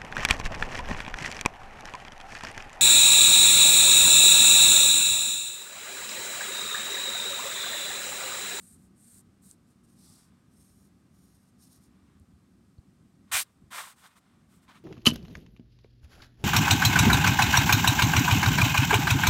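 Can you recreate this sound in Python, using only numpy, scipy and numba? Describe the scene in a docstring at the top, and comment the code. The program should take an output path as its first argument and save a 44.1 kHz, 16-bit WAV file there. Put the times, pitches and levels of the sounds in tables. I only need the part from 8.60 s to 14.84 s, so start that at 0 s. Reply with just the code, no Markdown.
"""A pencil sketches short, light strokes on paper on the floor, close to a phone, over a low fan hum.
Graphite plucks the fibres, ringing the sheet, the tip and the hollow of the hand; now and then it clicks.
The hand bumps the pad with soft thuds. The arm reaches past and scuffs the phone twice, loudly, ringing
its case, then settles on the paper with a few softer rubs.
The hum dips briefly around the loud scuffs, with one small swell between."""
import sys
import numpy as np
from scipy import signal
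from scipy.fft import rfft, irfft
from scipy.io import wavfile
from numba import njit

SR = 44100
rng = np.random.default_rng(int(sys.argv[2]) if len(sys.argv) > 2 else 0)


def store_wav(level_fs):
    """Save 16-bit WAV to argv[1]."""
    pcm = np.round(np.clip(np.atleast_2d(level_fs), -1, 1) * 32767)
    wavfile.write(sys.argv[1], SR, pcm.T.astype(np.int16))


N = 275183
TIME = np.arange(N) / SR


def undb(db):
    """Decibels to gain."""
    return 10 ** (np.asarray(db) / 20)


def unit(x):
    """Scale to rms 1."""
    return x / np.sqrt(np.mean(x ** 2))


def curves(table):
    """Automation lanes: each column after the first, interpolated over time."""
    times, *columns = np.transpose(table)
    return [np.interp(TIME, times, column) for column in columns]


def colour(x, points):
    """EQ a sound through (frequency [Hz], gain [dB]) points, rolling off beyond the ends; rms 1."""
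    hz, db = np.transpose(points)
    log_hz = np.log(np.maximum(np.fft.rfftfreq(N, 1 / SR), 1))
    knots = np.log(np.r_[hz[0] / 2, hz, hz[-1] * 2])
    eq_db = np.interp(log_hz, knots, np.r_[db[0] - 20, db, db[-1] - 20])
    return unit(irfft(rfft(x) * undb(eq_db), N))


def resonate(x, hz, width_hz):
    """One resonance, gain 1 at its centre."""
    return signal.lfilter(*signal.iirpeak(hz, hz / width_hz, fs=SR), x)


@njit
def glide(x, hz, width_hz):
    """A resonance whose centre moves, gain 1 at the centre."""
    y, band, low = np.empty(len(x)), 0., 0.
    for i in range(len(x)):
        g = np.tan(np.pi * hz[i] / SR)
        damping = np.pi * width_hz / SR * (g + 1 / g)
        v = (band + g * (x[i] - low)) / (1 + g * (g + damping))
        band, low, y[i] = 2 * v - band, low + 2 * g * v, damping * v
    return y


def walk(rate):
    """Smooth random modulation, rms 1, changing about rate times a second."""
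    hz = np.fft.rfftfreq(N, 1 / SR)
    return unit(irfft(rfft(rng.standard_normal(N)) / (1 + (2 * hz / rate) ** 4), N))


def sweep(start, length, fastest, rise, fall):
    """Envelope of one hand move: speed to the power rise while speeding up, fall while slowing."""
    along = np.interp(TIME, start + length * np.array([0, np.clip(fastest, .05, .95), 1]), [0, .5, 1])
    speed = np.sin(np.pi * along) * (along < 1)
    return speed ** np.where(along < .5, rise, fall)


def friction(snag_rate, spread_db, judder_db, judder_rate):
    """Tiny snags of uneven size, bunched by the stick and slip of the contact; rates are per second."""
    snags = (rng.random(N) < snag_rate / SR) * rng.choice([-1, 1], N)
    size_db = spread_db * np.clip(rng.standard_normal(N), -2, 2) + judder_db * walk(judder_rate)
    return snags * undb(size_db)


def reflections(x, wet_db, decay_ms, lowest_hz=1400):
    """Small things nearby scatter the treble back as a quick, dense cluster of echoes."""
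    age_ms = np.arange(SR // 16) * 1000 / SR
    tail = rng.standard_normal(len(age_ms)) * np.exp(-age_ms / decay_ms) * (age_ms > 2)
    tail = signal.sosfilt(signal.butter(2, lowest_hz, "high", fs=SR, output="sos"), tail)
    return x + undb(wet_db) * signal.fftconvolve(x, tail / np.linalg.norm(tail))[:N]


def pencil_strokes():
    """Graphite plucks paper fibres; sheet and tip ring, and the cupped hand colours the scratch."""
    # stroke cues: (start [s], length [s], fastest at [share of length], level [dB], tip share [0-1])
    strokes = [(-0.12, 0.3, 0.76, -61.5, 1), (0.134, .16, 0.61, -73.5, 0.8),
               (0.35, 0.27, 0.89, -60.5, 0.97), (0.813, 0.14, 0.53, -62.5, .8),
               (1.061, 0.085, 0.57, -78.5, 0.4), (1.23, 0.034, .5, -73.5, 0.4),
               (1.263, 0.13, 0.29, -75.5, .2), (1.351, 0.36, 0.38, -63, 0.01),
               (1.893, 0.31, 0.48, -70, 0.27), (2.111, 0.19, 0.62, -73.5, 0.08),
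               (2.5, 0.41, 0.37, -72.5, 0), (2.86, .055, .5, -77, 0.12), (2.98, .12, 0.53, -65, 0.02),
               (3.082, 0.12, .5, -65, 0), (3.195, 0.095, 0.45, -71, 0)]
    # the hand cupped over the point: (time [s], share coloured by the hand [0-1], hollow tuning [ratio])
    grip = [(0, .9, 1.4), (.87, 0.84, 1.2), (1.42, 0.4, 0.89), (1.65, .25, 0.5), (1.95, 1, 0.93),
            (2.25, 0.94, 0.99), (2.6, 0.7, 0.995), (2.8, 0.75, 0.95), (3.25, 0.46, 0.98)]
    # resonances between hand and sheet: (centre [Hz], width [Hz], gain [dB])
    hollow_modes = [(4430, 220, -5), (5820, 420, 2), (6800, 460, 3.5), (9400, 650, 3), (10900, 360, 2.5),
                    (11870, 330, 2.5), (12600, 440, -8)]
    # tone of graphite on paper, and of the ringing tip: (frequency [Hz], gain [dB])
    sheet_eq = [(750, 4), (1500, -8), (2800, -11.5), (3900, 1.5), (5300, 5), (7000, -1.5), (9000, 0.5),
                (11600, -0.5), (13200, -7.5), (15500, -15)]
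    tip_eq = [(1500, -13), (3000, -23), (3900, -13), (5400, -15), (7400, -5.5), (8600, -0.5), (9500, -1),
              (10400, -8), (12700, -7.5), (14000, -22), (15500, -23)]
    tip_power = sheet_power = 0
    for start, length, fastest, db, tip_share in strokes:
        power = (undb(db) * sweep(start, length, fastest, rise=0.82, fall=1)) ** 2
        tip_power += tip_share * power
        sheet_power += (1 - tip_share) * power
    cupped, tuning = curves(grip)
    tuning = np.clip(tuning, .8, 1.2)
    fibres = friction(snag_rate=12000, spread_db=1.5, judder_db=0.9, judder_rate=220)
    grit = friction(snag_rate=10000, spread_db=-0.5, judder_db=2.0, judder_rate=110)
    hollow = sum(undb(db) * glide(grit, hz * tuning, float(width)) for hz, width, db in hollow_modes)
    sheet = np.sqrt(1 - cupped) * colour(fibres, sheet_eq) + np.sqrt(cupped) * unit(hollow)
    return np.sqrt(sheet_power) * sheet + np.sqrt(tip_power) * colour(fibres, tip_eq)


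def room_tone(hum_db=-61, air_db=-73, waver_db=1.3, drift_hz=1.6, tone_waver_db=3, fade_s=.05):
    """A fan's uneven rumble and wavering tones, with a few brief dips, over a faint steady hiss."""
    # tone of the fan's rumble, and of the room's hiss: (frequency [Hz], gain [dB])
    hum_eq = [(22, -33), (34, -9), (45, -5), (75, 2.5), (125, 0), (190, 4), (260, 0), (330, -7), (400, -12),
              (480, -24), (800, -52.5)]
    air_eq = [(200, 4), (500, -0.5), (750, 0), (920, -4), (1170, 0), (1600, -5), (2200, -9), (3300, -11.5),
              (5200, -12.5), (6500, -14.5), (8500, -16.5), (12500, -19.5), (15500, -27.5)]
    # tones in the fan's hum: (pitch [Hz], level [dB])
    fan_tones = [(99, -78.5), (192, -70), (233, -76), (530, -93)]
    # the hum dips around the loud scuffs, with one small swell between: (start [s], length [s], gain [dB])
    hum_rides = [(4.786, .18, -7), (5.003, 0.15, 2.5), (5.1, 0.604, -8), (6, 0.063, -3.5)]
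    ride_db = sum(db * np.clip(.5 + np.minimum(TIME - start, start + length - TIME) / fade_s, 0, 1)
                  for start, length, db in hum_rides)
    hum = colour(rng.standard_normal(N), hum_eq) * undb(hum_db + waver_db * walk(25))
    for hz, db in fan_tones:
        phase = 2 * np.pi * np.cumsum(hz + drift_hz * walk(8.5)) / SR
        hum += unit(np.sin(phase) * undb(tone_waver_db * walk(18))) * undb(db)
    air = colour(reflections(rng.standard_normal(N), wet_db=-10, decay_ms=13), air_eq)
    return hum * undb(ride_db) + air * undb(air_db)


def pencil_ticks():
    """The point catches: a tiny noise burst rings as a sharp click."""
    # click cues: (time [s], peak [dB], centre [Hz], width [Hz], decay [ms])
    ticks = [(0.912, -36.5, 7000, 4200, 1), (3.24, -62, 7500, 1240, 2.5), (3.598, -57, 10500, 4500, 0.51),
             (4.179, -65.5, 4200, 665, 6.6)]
    out = np.zeros(N)
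    for start, db, hz, width_hz, decay_ms in ticks:
        age_ms = (TIME - start) * 1000
        burst = rng.standard_normal(N) * (age_ms >= 0) * np.exp(-np.clip(age_ms / decay_ms, 0, 40))
        click = resonate(resonate(burst, hz, width_hz), hz, width_hz)
        out += undb(db) * click / np.abs(click).max()
    return out


def arm_rubs(hard_db=-37):
    """Skin and cloth drag past: coarse snags rasp, fine ones hiss; hard scuffs ring the phone's case."""
    # rubs on paper and phone: (start [s], length [s], fastest at [share of length], rasp [dB], hiss [dB])
    rubs = [(1.39, 0.56, 0.53, -76, -95), (3.048, 0.55, 0.97, -75.5, -103), (4.664, 0.3, 0.33, -65, -78),
            (4.714, 0.12, 0.28, -27, -28.5), (5.104, 0.13, 0.67, -38.5, -45),
            (5.185, 0.15, 0.23, -47.5, -52.5), (5.288, .07, 0.3, -58, -71), (5.353, 0.11, .45, -64, -66),
            (5.419, 0.07, 0.61, -54, -63.5), (5.467, 0.11, 0.31, -65.5, -76),
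            (5.552, 0.044, 0.54, -61, -67), (5.6, 0.37, 0.16, -72.5, -95), (5.882, 0.12, 0.46, -72.5, -72),
            (5.926, 0.55, 0.31, -73, -100), (6.013, 0.049, 0.37, -77.5, -74.5),
            (6.077, 0.075, 0.23, -54.5, -74), (6.129, 0.074, 0.46, -58, -73)]
    # resonances of the phone's case: (centre [Hz], width [Hz], gain [dB])
    case_modes = [(1410, 59, -21.5), (1760, 350, 0), (2300, 280, -3), (2400, 87, 8), (2680, 14, -10.5),
                  (3090, 170, 3.5), (3690, 210, 8)]
    # tone of a light rub, a hard scuff and the hiss of both: (frequency [Hz], gain [dB])
    rasp_eq = [(250, -25.5), (430, -15), (570, -8), (780, -3), (1050, 4), (1280, 3), (1650, -1.5),
               (2250, -3.5), (2800, -8.5), (3600, -5), (4600, -14.5), (6500, -19.5)]
    scuff_eq = [(350, -41.5), (480, -18.5), (650, -5.5), (820, -3.5), (1100, -0.5), (2000, -0.5),
                (3200, -5.5), (4400, -13), (6500, -14)]
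    hiss_eq = [(1200, -9.5), (3000, -2.5), (5000, -3), (7000, -2), (9000, -2), (10500, -4.5), (12800, -3.5),
               (14500, -9), (15700, -10.5)]
    rasp_gain = hiss_gain = 0
    for start, length, fastest, rasp_db, hiss_db in rubs:
        # the rasp dies first as the arm slows
        rasp_gain = np.hypot(rasp_gain, undb(rasp_db) * sweep(start, length, fastest, 0.81, fall=1.9))
        hiss_gain = np.hypot(hiss_gain, undb(hiss_db) * sweep(start, length, fastest, 0.81, fall=0.59))
    coarse = friction(snag_rate=6000, spread_db=1, judder_db=1.12, judder_rate=280)
    fine = friction(snag_rate=20000, spread_db=2.5, judder_db=0.5, judder_rate=400)
    case = coarse + sum(undb(db) * resonate(coarse, hz, width) for hz, width, db in case_modes)
    pressed = rasp_gain ** 4 / (rasp_gain ** 4 + undb(hard_db) ** 4)  # crossfade from rub to scuff
    body = pressed * colour(case, scuff_eq) + (1 - pressed) * colour(coarse, rasp_eq)
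    return body * rasp_gain + colour(fine, hiss_eq) * hiss_gain


def pad_bumps(rise_ms=4):
    """The soft heel of the hand presses the pad: a few low, damped swings."""
    # thud cues: (time [s], peak [dB], pitch [Hz], decay [ms])
    bumps = [(3.605, -50.5, 81, 14), (3.727, -54, 77, 33), (4.185, -36.5, 93, 2.9), (4.373, -59, 81, 29),
             (4.743, -43.5, 90.7, 6.4), (5.034, -48.5, 78.8, 8.9)]
    out = np.zeros(N)
    for start, db, hz, decay_ms in bumps:
        age = np.maximum(TIME - start, 0)
        age_ms = age * 1000
        envelope = (1 - np.exp(-age_ms / rise_ms)) * np.exp(-age_ms / decay_ms)
        thud = -np.sin(2 * np.pi * hz * age) * envelope
        out += undb(db) * thud / np.abs(thud).max()
    return out


def scene():
    """Mono mix: strokes and rubs with close reflections, dry clicks and thuds, and the room tone."""
    scrapes = reflections(pencil_strokes() + arm_rubs(), wet_db=-15.5, decay_ms=6.2)
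    return (scrapes + pencil_ticks() + pad_bumps() + room_tone())[None]


def record(dry, port_hz=8550, port_width_hz=1300, port_db=-1, low_hz=42, top_hz=15800):
    """The microphone's port rings in the treble; the deepest bass and the top are cut."""
    ported = dry + undb(port_db) * resonate(dry, port_hz, port_width_hz)
    thinned = signal.sosfilt(signal.butter(2, low_hz, "high", fs=SR, output="sos"), ported)
    return signal.sosfilt(signal.ellip(10, .2, 70, top_hz, fs=SR, output="sos"), thinned)


dry = scene()
out = record(dry)
store_wav(out)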